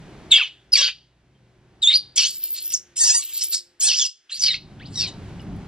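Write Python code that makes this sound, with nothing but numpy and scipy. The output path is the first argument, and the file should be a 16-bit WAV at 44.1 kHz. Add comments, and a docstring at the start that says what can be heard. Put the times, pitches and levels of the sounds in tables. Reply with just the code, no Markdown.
"""Room rumble, moving air and hiss open loud; a baby monkey then screeches close to a phone.
Over a metal wash basin in a hard-walled home, squeals mix with rasps from chaotic vocal folds.
Steady fold pulses sound in several cries from early on; thin whistles join from mid-scene; small
ticks fall early and late. The background sinks, then swells back at the end. Filtered noise makes rasp
and background, sines the rest; two microphone ports hear the voice and room out of phase in the treble."""
import sys
import numpy as np
from scipy import signal
from scipy.fft import rfft, irfft, next_fast_len
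from scipy.io import wavfile
from scipy.ndimage import uniform_filter1d, minimum_filter1d, map_coordinates

SR = 44100
rng = np.random.default_rng(int(sys.argv[2]) if len(sys.argv) > 2 else 0)


def waveform_to_disk(signal):
    """Save audio, clipped to [-1, 1], as 16-bit WAV at the path in sys.argv[1]."""
    frames = np.transpose(np.atleast_2d(signal))
    scaled = np.clip(frames, -1, 1) * 32767
    samples = np.round(scaled).astype(np.int16)
    wavfile.write(sys.argv[1], SR, samples)


N = 250276
TOP_HZ = 15900  # band limit of the sound


def amp(db):
    """Decibels to linear gain."""
    return 10 ** (np.asarray(db) / 20)


def unit(x):
    """Scale to an RMS of one."""
    return x / np.sqrt(np.mean(x ** 2) + 1e-20)


def along(points, hz):
    """Read (frequency, value) points on a log frequency axis."""
    f, v = np.transpose(points)
    return np.interp(np.log(hz + 1), np.log(f + 1), v)


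def curves(rows, t):
    """Each column after the time, read at the times t."""
    s, *columns = np.transpose(rows)
    return [np.interp(t, s, column) for column in columns]


def wobble(rate):
    """A smooth random curve with rate knots a second."""
    return map_coordinates(rng.standard_normal(N // 40), [np.arange(N) * rate / SR])


def filtered(x, response):
    """x times a complex response of frequency."""
    m = next_fast_len(N + SR // 2)
    return irfft(rfft(x, m) * response(np.fft.rfftfreq(m, 1 / SR)), m)[..., :N]


def stroke(rows, fade):
    """Samples, times and soft edges of one stroke; fade in seconds."""
    i = np.arange(round(rows[0][0] * SR), round(rows[-1][0] * SR))
    edge = np.minimum(i - i[0], i[-1] - i) / (fade * SR)
    return i, i / SR, np.clip(edge, 0, 1)


# held squeals of the taut folds, one list a squeal: time_s, pitch_hz, level_db, roughness (0-1)
HELD_SQUEALS = [
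    [(0.311, 4057, -34.5, 0), (0.32, 3653, 0.5, .05), (0.329, 3492, -8.5, 0.2), (0.345, 3330, -13, .2),
     (0.38, 3203, -16, .6), (0.4, 2800, -17.5, .8), (0.43, 2428, -16.5, 0.5)],
    [(0.72, 5220, -28, 0.3), (0.733, 5010, -10.5, 0.1), (0.745, 4480, -13, .2), (0.768, 4610, -18, .3)],
    [(1.819, 4087, -23.5, 0.1), (1.84, 3527, -11, .1), (1.865, 3390, -18.5, 0), (1.878, 3683, -9, 0.2),
     (1.9, 3787, -12.5, .3), (1.92, 3510, -22, .5), (1.94, 4160, -13, .3), (1.958, 4787, -13, .3),
     (1.978, 4844, -18.5, 0)],
    [(4.435, 5153, -38, 0.4), (4.465, 4630, -19, .2), (4.49, 4270, -20.5, 0.4), (4.51, 3850, -20.5, 0.3),
     (4.53, 3684, -29, 0.07)],
]
OCTAVE_DB, OCTAVE_LOSS_DB = -6, 65  # octave of a clean held squeal, and its loss at full roughness


def held_squeals():
    """Held squeals; the octave weakens as the folds roughen."""
    return [[(s, hz, db, OCTAVE_DB - OCTAVE_LOSS_DB * rough, rough) for s, hz, db, rough in rows]
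            for rows in HELD_SQUEALS]


# short glides inside the screeches, some of them overtones of a lower pitch:
# start_s, length_s, first_hz, last_hz, peak_db, octave_db (over the tone), roughness (0-1)
TONE_GLIDES = [ (0.325, 0.072, 2200, 2307, -27.5, -21, 0.14), (0.346, .04, 2867, 2654, -17.5, -24.5, 0.3),
               (0.381, 0.051, 1887, 920, -33, -20.5, 0.36), (0.42, 0.046, 3250, 2845, -22.5, -20.5, 0.16),
               (0.737, 0.046, 2927, 1828, -25.5, -2, 0.31), (0.776, 0.072, 3950, 3700, -22.5, -31.5, 0.25),
               (0.782, 0.032, 5640, 5500, -21.5, -43, 0.12), (.81, 0.085, 3243, 3056, -24.5, -8, 0.17),
               (0.809, 0.069, 4600, 4720, -21.5, -38, 0.26), (0.817, 0.076, 1578, 1512, -35.5, -13, 0.28),
               (2.158, 0.015, 6980, 7270, -21, -14.5, .3), (2.174, .04, 3498, 2790, -17, -10.5, 0.42),
               (2.214, 0.072, 2662, 3394, -25.5, 1.5, 0.54), (2.175, 0.027, 5900, 5730, -12.5, -34.5, 0.12),
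               (2.182, 0.038, 4495, 4680, -18, -19, 0.42), (2.256, 0.011, 4430, 4350, -25, -33, 0.1),
               (2.545, 0.088, 4210, 4250, -41.5, -4, 0.23), (2.737, 0.019, 7110, 5140, -13.5, -38, 0.14),
               (3.8, .02, 6400, 7200, -25, -3, 0.16), (3.818, 0.082, 8290, 8390, -18.5, -59, 0.2),
               (3.883, 0.045, 3253, 2507, -23, 0.5, 0.48), (3.936, 0.02, 2476, 3410, -23.5, 1, 0.2),
               (3.994, 0.062, 3560, 2793, -23.5, 2, 0.4), (4.051, 0.024, 5120, 4975, -21.5, -30, 0.08),
               (4.317, 0.047, 3898, 4940, -28.5, -16, 0.36), (4.321, 0.056, 8400, 12200, -42.5, -53.5, 0.6),
               (4.394, .045, 6250, 5640, -26.5, -39.5, 0.26), (4.479, 0.056, 2454, 1787, -34.5, -3, 0.42),
               (4.539, 0.025, 1850, 3027, -32.5, -3.5, 0.36), (4.54, 0.0184, 4030, 4530, -26.5, -46, 0.2),
               (4.515, .03, 5700, 3840, -31, -42, 0.3), (4.529, 0.02, 3716, 2163, -30.5, -16, 0.06),
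               (4.401, .035, 5683, 3900, -40, -30, 0.3), (4.46, .035, 3300, 2520, -26, -15, 0),
               (4.808, .03, 3654, 5000, -53, -40, 0.01), (5.006, .065, 2926, 2210, -34.5, 3, .25),
               (1.894, .05, 2077, 2310, -28.5, -14, 0.32), (3.866, .035, 4406, 3200, -25.5, -18.5, 0.1),
               (4.799, 0.055, 1410, 3300, -46, -18, 0), (4.852, 0.019, 3700, 5390, -39.5, -34, 0.2),
               (4.955, 0.052, 4050, 3660, -30.5, -29, 0.28), (4.955, 0.06, 5780, 5220, -31, -39, .1),
               (5.038, 0.051, 4570, 3615, -30.5, -31.5, 0), ]
CREST, EARLY = .4, 0.4  # a glide peaks this far in, with this share of its frequency change done
RISE_DB, FALL_DB = 1, 7  # how much softer it starts and ends


def glides():
    """Sliding squeal tones, some overtones of a lower pitch, swelling to a crest and falling away."""
    out = []
    for s, length, first, last, db, over_db, rough in TONE_GLIDES:
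        crest_hz = first + EARLY * (last - first)
        out.append([
            (s, first, db - RISE_DB, over_db, rough),
            (s + CREST * length, crest_hz, db, over_db, rough),
            (s + length, last, db - FALL_DB, over_db, rough),
        ])
    return out


# thin breathy whistles near the top of hearing, one list a whistle: time_s, pitch_hz, level_db
THIN_WHISTLES = [
    [(2.27, 11470, -39), (2.33, 12380, -34), (2.37, 13750, -27), (2.4, 14560, -30.5), (2.44, 13260, -25.5),
     (2.48, 12820, -32.5), (2.53, 13930, -21), (2.575, 12400, -38)],
    [(2.6, 11400, -36), (2.65, 12700, -31), (2.7, 12730, -30), (2.74, 11940, -37)],
    [(3.19, 11900, -74), (3.24, 13680, -28.5), (3.3, 12470, -38), (3.385, 12900, -22)],
    [(3.435, 11670, -19.5), (3.47, 13180, -30), (3.5, 13400, -27), (3.54, 10980, -28)],
]


def thin_whistles():
    """Very high pitches at full roughness, with almost no octave."""
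    no_octave_db, rough = -60, 1
    return [[(*row, no_octave_db, rough) for row in rows] for rows in THIN_WHISTLES]


def squeal():
    """A taut fold edge whistles; roughness shakes its pitch and strength."""
    out, shake, flutter = np.zeros(N), wobble(600), wobble(300)
    for rows in held_squeals() + glides() + thin_whistles():
        i, t, edge = stroke(rows, fade=0.0029)
        hz, db, over_db, rough = curves(rows, t)
        rough = np.clip(rough, .04, 1)  # even a clean squeal is slightly unsteady
        turn = 2 * np.pi * np.cumsum(hz * (1 + .055 * rough * shake[i])) / SR
        size = np.abs(1 + (.1 + 1.5 * rough) * flutter[i]) / np.sqrt(1 + rough ** 2)
        tone = np.sin(turn) + amp(over_db) * np.sin(2 * turn) * (2 * hz < TOP_HZ)
        # higher overtones follow the octave up to a ceiling and fade as the voice roughens
        upper_db = np.minimum(over_db, -12) - 10
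        tone += amp(upper_db - 70 * rough) * np.sin(3 * turn) * (3 * hz < TOP_HZ)
        tone += amp(upper_db - 100 * rough) * np.sin(4 * turn) * (4 * hz < TOP_HZ)
        out[i] += np.sqrt(2) * amp(db) * edge * size * tone
    return out


# steady fold pulses, one list a run: time_s, pitch_hz, level_db
FOLD_PULSES = [
    [(.77, 583.7, -25), (.8, 553, -29.5), (.822, 567, -33.5)],
    [(2.995, 931.5, -50), (3.01, 930.4, -15), (3.04, 888.6, -23), (3.07, 995, -31.5), (3.09, 877.5, -20.5),
     (3.107, 816, -14.5), (3.125, 899, -49), (3.15, 949, -22.5), (3.19, 945, -43)],
    [(3.82, 846, -40), (3.836, 796, -44.5), (3.86, 897, -37), (3.89, 805, -41)],
    [(4.294, 937, -57.5), (4.305, 1308, -47.5), (4.322, 2000, -32)],
    [(4.955, 2060, -54), (5.003, 1825, -56)],
    [(3.19, 1170, -47), (3.22, 1093, -46)],
    [(5.07, 997, -36), (5.084, 999, -40), (5.1, 943, -57)],
]
# colour of the fold pulses: frequency_hz, relative_db
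CRY_COLOUR = [(400, -19.5), (900, -16), (2000, -7.5), (3200, -19.5), (4500, -1), (6000, 10.5), (8000, 8),
              (10000, -25), (15000, -24.5)]
TILT_DB, TILT_PER_DB = 2.5, 0.18  # brightness in dB per octave at level 0 dB; softer pulses are duller
UNEVEN_DB, UNEVEN_S = 3, .035  # each overtone swells on its own: depth and smoothing time


def folds():
    """Regular fold pulses hold every multiple of the pitch; also returns bare pulses and their gate."""
    out, bare, voiced = np.zeros((3, N))
    shake, flutter = wobble(200), wobble(90)
    k = np.arange(1, 28)[:, None]  # multiples of the pitch
    for rows in FOLD_PULSES:
        i, t, edge = stroke(rows, fade=.004)
        hz, db = curves(rows, t)
        tilt_db = TILT_DB + TILT_PER_DB * db
        turn = 2 * np.pi * np.cumsum(hz * (1 + .009 * shake[i])) / SR
        partials = np.sin(k * turn + k * k) * (k * hz < TOP_HZ)
        noise = rng.standard_normal(partials.shape)
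        uneven = unit(uniform_filter1d(noise, size=round(UNEVEN_S * SR), axis=1))
        partials *= unit(amp(UNEVEN_DB * uneven))
        strength = amp(along(CRY_COLOUR, k * hz) + tilt_db * np.log2(k))
        loudness = np.sqrt(np.sum(strength ** 2, axis=0) / 2)
        pulses = np.sum(strength * partials, axis=0) / loudness
        out[i] += amp(db + 4.4 * flutter[i]) * edge * pulses
        bare[i] = np.sum(partials, axis=0) * np.sqrt(4 * hz / SR)  # as dense as unit white noise
        voiced[i] = edge
    return out, bare, voiced


# rasping screeches, one list a screech:
# time_s, effort_db, mouth_hz (resonance), throat_db (over the mouth), treble_db (over the mouth)
RASP_SCREECHES = [
    [(0.3, -56, 4080, 7.5, -18), (0.314, -27, 3970, -3, -9), (0.322, -30, 3950, 14.5, 5),
     (0.332, -39.5, 4110, 21, -8), (0.368, -26.5, 4400, -3, -7.5), (0.382, -22, 4600, 10.5, -21),
     (0.444, -52, 4400, 22.5, -19.5), (0.472, -45.5, 4820, 12, -18.5), (0.5, -57.5, 4740, 4.5, -12.5)],
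    [(0.715, -57.5, 4870, -20, -11.5), (0.723, -28, 5130, -29, -23.5), (0.735, -16, 5100, -32.5, -38.5),
     (0.745, -18, 4800, -19.5, -15.5), (0.781, -21.5, 5100, 1.5, -16.5), (0.873, -20.5, 4500, -3.5, -25.5),
     (0.885, -26.5, 4640, 9.5, -15), (0.93, -58, 4260, 7.5, -17.5)],
    [(1.815, -38, 4020, -22.5, -29.5), (1.829, -33, 4290, -11.5, -0.5), (1.871, -51.5, 3930, 13, 3.5),
     (1.879, -26, 3900, 4, -14.5), (1.891, -32, 4130, -12, -13), (1.915, -31, 4120, 12, -7.5),
     (1.957, -18.5, 4660, -31, -26.5), (1.969, -32, 4620, -13.5, -53.5), (1.99, -46.5, 4800, -12, -33)],
    [(2.155, -35, 5750, -8.5, -6), (2.159, -23.5, 5370, -19.5, -2.5), (2.169, -28.5, 5300, -5.5, 3.5),
     (2.179, -13.5, 5100, -10.5, -9), (2.199, -15, 5240, -11, -20.5), (2.219, -22.5, 4930, -10, -4),
     (2.251, -20.5, 4530, -3, -14.5), (2.283, -27, 5000, -17.5, 0), (2.4, -46.5, 4840, -3, -17)],
    [(2.39, -53.5, 4560, -6.5, 1), (2.47, -40.5, 4700, -6, 0), (2.524, -48, 4600, -6.5, -2.5),
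     (2.578, -31, 4540, -8, -3), (2.652, -49, 5430, -6, 2), (2.722, -35.5, 5500, -4, -5),
     (2.74, -25.5, 5660, -29, 2.5), (2.744, -26.5, 5720, -38.5, 1), (2.79, -45, 5720, -17.5, -4.5)],
    [(2.955, -41.5, 5220, -15, -5), (2.963, -33.5, 5350, -1, 11), (2.997, -24.5, 5330, -25, 4.5),
     (3.025, -31, 4730, -15.5, 15.5), (3.035, -22, 5200, -25, 8), (3.099, -17.5, 5530, -10, -6),
     (3.181, -33, 5740, -14, 16), (3.227, -34, 4270, -12.5, -2), (3.3, -45, 4660, 6.5, 8.5)],
    [(3.29, -47, 4800, 2.5, 7.5), (3.346, -38, 4400, -10.5, -0.5), (3.386, -35, 4850, -8.5, 3.5),
     (3.426, -17.5, 5500, -22.5, -8), (3.436, -29.5, 5160, -10.5, 3.5), (3.504, -51.5, 4770, -3, -4),
     (3.532, -22, 4700, -20, -2), (3.546, -17, 5040, -36.5, -2), (3.62, -49.5, 4910, -19, -5)],
    [(3.796, -41, 5390, -5, 13.5), (3.816, -21, 5440, -21, -1.5), (3.86, -25, 5160, -4, 9),
     (3.872, -16.5, 5000, -25, -6), (3.904, -16, 4670, -10, -20.5), (3.988, -22, 5570, -17.5, -12.5),
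     (4.026, -22.5, 5000, -11, -23), (4.062, -19.5, 5310, -36.5, -7.5), (4.085, -40.5, 5350, -3.5, -16)],
    [(4.292, -55, 4250, 26.5, -30), (4.322, -38, 4150, -6.5, -4.5), (4.398, -30.5, 5300, -16, -7.5),
     (4.422, -20.5, 5200, -30, -5.5), (4.44, -11, 4950, -24, -14.5), (4.486, -21.5, 4700, -8.5, -36),
     (4.53, -40, 4590, 4, -39), (4.546, -26.5, 4400, -7, -37), (4.58, -53, 4280, 7, -5)],
    [(4.79, -56, 4130, 6.5, -21), (4.85, -64.5, 4140, 8, -36), (4.86, -42.5, 4140, -27, -21),
     (4.906, -65, 4320, -2, 4), (4.958, -36, 5200, -18.5, -4), (4.996, -20, 5080, -19.5, -13.5),
     (5.044, -27, 4500, -12, -18.5), (5.088, -43.5, 4300, 2.5, -43), (5.12, -62, 5110, -5, -26)],
]
THROAT_HZ, CHEST_DB, CHEST_FOLLOWS = 3084, -44.5, 0.73  # the chest follows the throat's level in part
SIZZLE_DB = -30  # against the treble


def rasp(bare, voiced):
    """Chaotic folds: noise in uneven bursts of a few milliseconds, shaped by moving resonances."""
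    swell = 1.5 * wobble(45)
    bursts = unit(amp(2.5 * wobble(260) + swell) * rng.standard_normal(N))
    # while the folds beat evenly, they replace most of the noise
    share = .8 * voiced
    bursts = np.sqrt(1 - share) * bursts + np.sqrt(share) * bare
    gate = np.zeros(N)
    for rows in RASP_SCREECHES:
        i, _, edge = stroke(rows, fade=0.012)
        gate[i] = np.minimum(gate[i] + edge, 1)
    hz, t, z = signal.stft(bursts * gate, SR, nperseg=256)
    rows = sorted(map(tuple, np.vstack(RASP_SCREECHES)))
    mouth_db, mouth_hz, throat_over_db, treble_over_db = curves(rows, t)
    throat_db = mouth_db + throat_over_db
    treble_db = mouth_db + treble_over_db
    chest_db = CHEST_DB + CHEST_FOLLOWS * throat_db
    sizzle_db = treble_db + SIZZLE_DB
    bands = (  # centre_hz, width_hz, level_db
        (1250, 550, chest_db),
        (THROAT_HZ, 750, throat_db),
        (mouth_hz, 950, mouth_db),
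        (7700, 1600, treble_db),
        (11500, 2300, sizzle_db),
    )
    power = np.zeros(z.shape)
    for centre, width, db in bands:
        # steep skirts keep the valleys dark
        peak = 1 / (1 + ((hz[:, None] - centre) / width) ** 2) ** 3 + 0 * t
        power += amp(db) ** 2 * peak / np.mean(peak, axis=0)
    # brief near-regular runs of the folds leave short tonal strands in the noise
    drift = unit(uniform_filter1d(rng.standard_normal(z.shape), size=8, axis=1))
    strands = unit(amp(4 * drift))
    return signal.istft(z * np.sqrt(power) * strands, SR, nperseg=256)[1][:N]


# small ticks and drips: start_s, level_db, pitch_hz, t60_s
TICKS_AND_DRIPS = [(1.35, -62, 3150, .12), (4.612, -42, 12000, .002), (5.397, -38, 2900, .06),
                   (5.405, -42, 5200, .02), (5.418, -34, 10000, .002), (5.43, -42, 10500, .002),
                   (5.565, -36, 10500, .002)]


def ticks():
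    """Short damped pings, each with a puff of noise at the onset."""
    out, t = np.zeros(N + SR), np.arange(SR // 4) / SR
    for s, db, hz, t60 in TICKS_AND_DRIPS:
        puff = 0.24 * amp(-60 * t / 0.0037) * rng.standard_normal(len(t))
        ping = np.sin(2 * np.pi * hz * t) + puff
        out[round(s * SR):][:len(t)] += amp(db - 60 * t / t60) * ping
    return out[:N]


def echo(x, decay, delay):
    """A diffuse stereo answer, delay seconds late; each frequency dies at its own speed."""
    hz, t, z = signal.stft(rng.standard_normal((2, SR // 2)), SR, nperseg=128)
    fading = amp(-60 * t / along(decay, hz)[:, None])
    tail = signal.istft(z * fading, SR, nperseg=128)[1]
    late = np.pad(x, (round(delay * SR), 0))[None]
    return signal.fftconvolve(late, tail / np.linalg.norm(tail[0]), axes=1)[:, :N]


# phase between the two microphone ports: frequency_hz, phase_rad
PORT_PHASE = [(300, .15), (700, .3), (1400, 0.25), (2500, .25), (3500, .45), (4600, 1.05), (6800, 1.9),
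              (9000, 2.7), (15000, 2.75)]


def ports(pair, alike):
    """Two signals made partly alike, then turned apart in phase as the ports hear them."""
    same, other = pair
    shared, opposed = alike * same, (1 - alike) * other
    mix = np.array([shared + opposed, shared - opposed])
    sides = np.array([[-1], [1]])
    return filtered(mix, lambda hz: np.exp(.5j * along(PORT_PHASE, hz) * sides))


# room tone levels: time_s, rumble_db, hiss_db
TONE_LEVELS = [(0, -45.5, -55.5), (.32, -43.5, -54.5), (0.359, -64.5, -60.5), (1.05, -67.5, -72.5),
               (1.8, -54.5, -67), (2.2, -62, -66.5), (2.45, -77, -68), (2.93, -64.5, -63.5),
               (3, -83, -70.5), (3.85, -73.5, -67), (3.9, -94, -94.5), (4.319, -85, -63),
               (4.399, -54.5, -80), (4.7, -47, -61), (5.15, -38, -54.5), (5.68, -38, -54.5)]
# colour of the rumble: frequency_hz, relative_db
RUMBLE_COLOUR = [(12, -40.5), (20, -9.5), (59, -2.5), (118, 0), (161, 0.5), (206, -2.5), (242, -8.5),
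                 (300, -7), (390, -35.5), (660, -120)]
# colour of the moving air: frequency_hz, relative_db
AIR_COLOUR = [(120, -29.5), (200, -17.5), (376, -2.5), (465, -13), (758, -12), (831, -13.5), (1500, -23),
              (1950, -50), (3300, -120)]
# colour of the hiss: frequency_hz, relative_db
HISS_COLOUR = [(700, -25.5), (1500, 4), (3000, -0.5), (6000, -8.5), (10000, -15), (13000, -27.5),
               (15500, -32.5)]
# faint hums: start_s, end_s, pitch_hz, level_db
FAINT_HUMS = [(2.2, 3.95, 350, -70), (1.2, 3.9, 522, -80), (4.8, 5.68, 770, -64), (4.6, 5.68, 103, -48),
              (0, 2.4, 60, -68), (0, 2.4, 125, -67)]
AIR_SHARE = 0.44  # the air's level lies this far from hiss to rumble


def room_tone():
    """Filtered noise as rumble, moving air and hiss, each swelling on its own; a few hums waver."""
    t = np.arange(N) / SR
    out = np.zeros((2, N))
    rumble_db, hiss_db = curves(TONE_LEVELS, t)
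    air_db = AIR_SHARE * rumble_db + (1 - AIR_SHARE) * hiss_db
    layers = (  # level_db, colour, likeness of the channels, sway_db
        (rumble_db, RUMBLE_COLOUR, .9, 2.2),
        (air_db, AIR_COLOUR, .85, 1.2),
        (hiss_db, HISS_COLOUR, .7, .6),
    )
    for db, colour, alike, sway_db in layers:
        noise = filtered(rng.standard_normal((2, N)), lambda hz: amp(along(colour, hz)))
        out += amp(db + sway_db * wobble(8.3)) * unit(ports(noise, alike))
    for start, end, hz, db in FAINT_HUMS:
        on = np.clip(np.minimum(t - start, end - t) / 0.2, 0, 1)
        turn = 2 * np.pi * np.cumsum(hz + 4 * wobble(13.0)) / SR
        out += np.sqrt(2) * amp(db + 3 * wobble(6.5)) * on * np.sin(turn)
    return out


# decay of the basin and near walls: frequency_hz, t60_s
BASIN_DECAY = [(500, 0.056), (4000, 0.18), (12000, 0.099)]
# decay of the room: frequency_hz, t60_s
ROOM_DECAY = [(500, 0.22), (2000, 0.29), (3300, 0.42), (6000, .35), (12000, .3)]
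# stereo lean, ending leftward as the monkey is carried: time_s, left_over_right_db
STEREO_LEAN = [(0, 0), (2.8, 0), (3.2, -0.5), (4.2, -1.06), (5.1, 1)]


def scene():
    """Voice and ticks ring in the basin and room, over the room tone."""
    cry, bare, voiced = folds()
    voice = squeal() + cry + rasp(bare, voiced) + ticks()
    near = np.array([voice, 0 * voice]) + amp(-9) * echo(voice, BASIN_DECAY, delay=.001)
    far = amp(-21.5) * echo(voice, ROOM_DECAY, delay=0.005)
    lean_db, = curves(STEREO_LEAN, np.arange(N) / SR)
    lean = amp([lean_db / 2, -lean_db / 2])
    return lean * ports(near, alike=0.85) + ports(far, alike=.8) + room_tone()


def record(dry):
    """The extreme treble falls away, a limiter holds the peaks, and a band limit cuts the top."""
    dull = filtered(dry, lambda hz: 1 / (1 + (hz / 15300) ** 12))
    needed = np.minimum(1, .97 / (np.abs(dull).max(axis=0) + 1e-9))
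    gain = uniform_filter1d(minimum_filter1d(needed, size=129), size=64)
    return filtered(dull * gain, lambda hz: hz < TOP_HZ)


dry = scene()
out = record(dry)
waveform_to_disk(out)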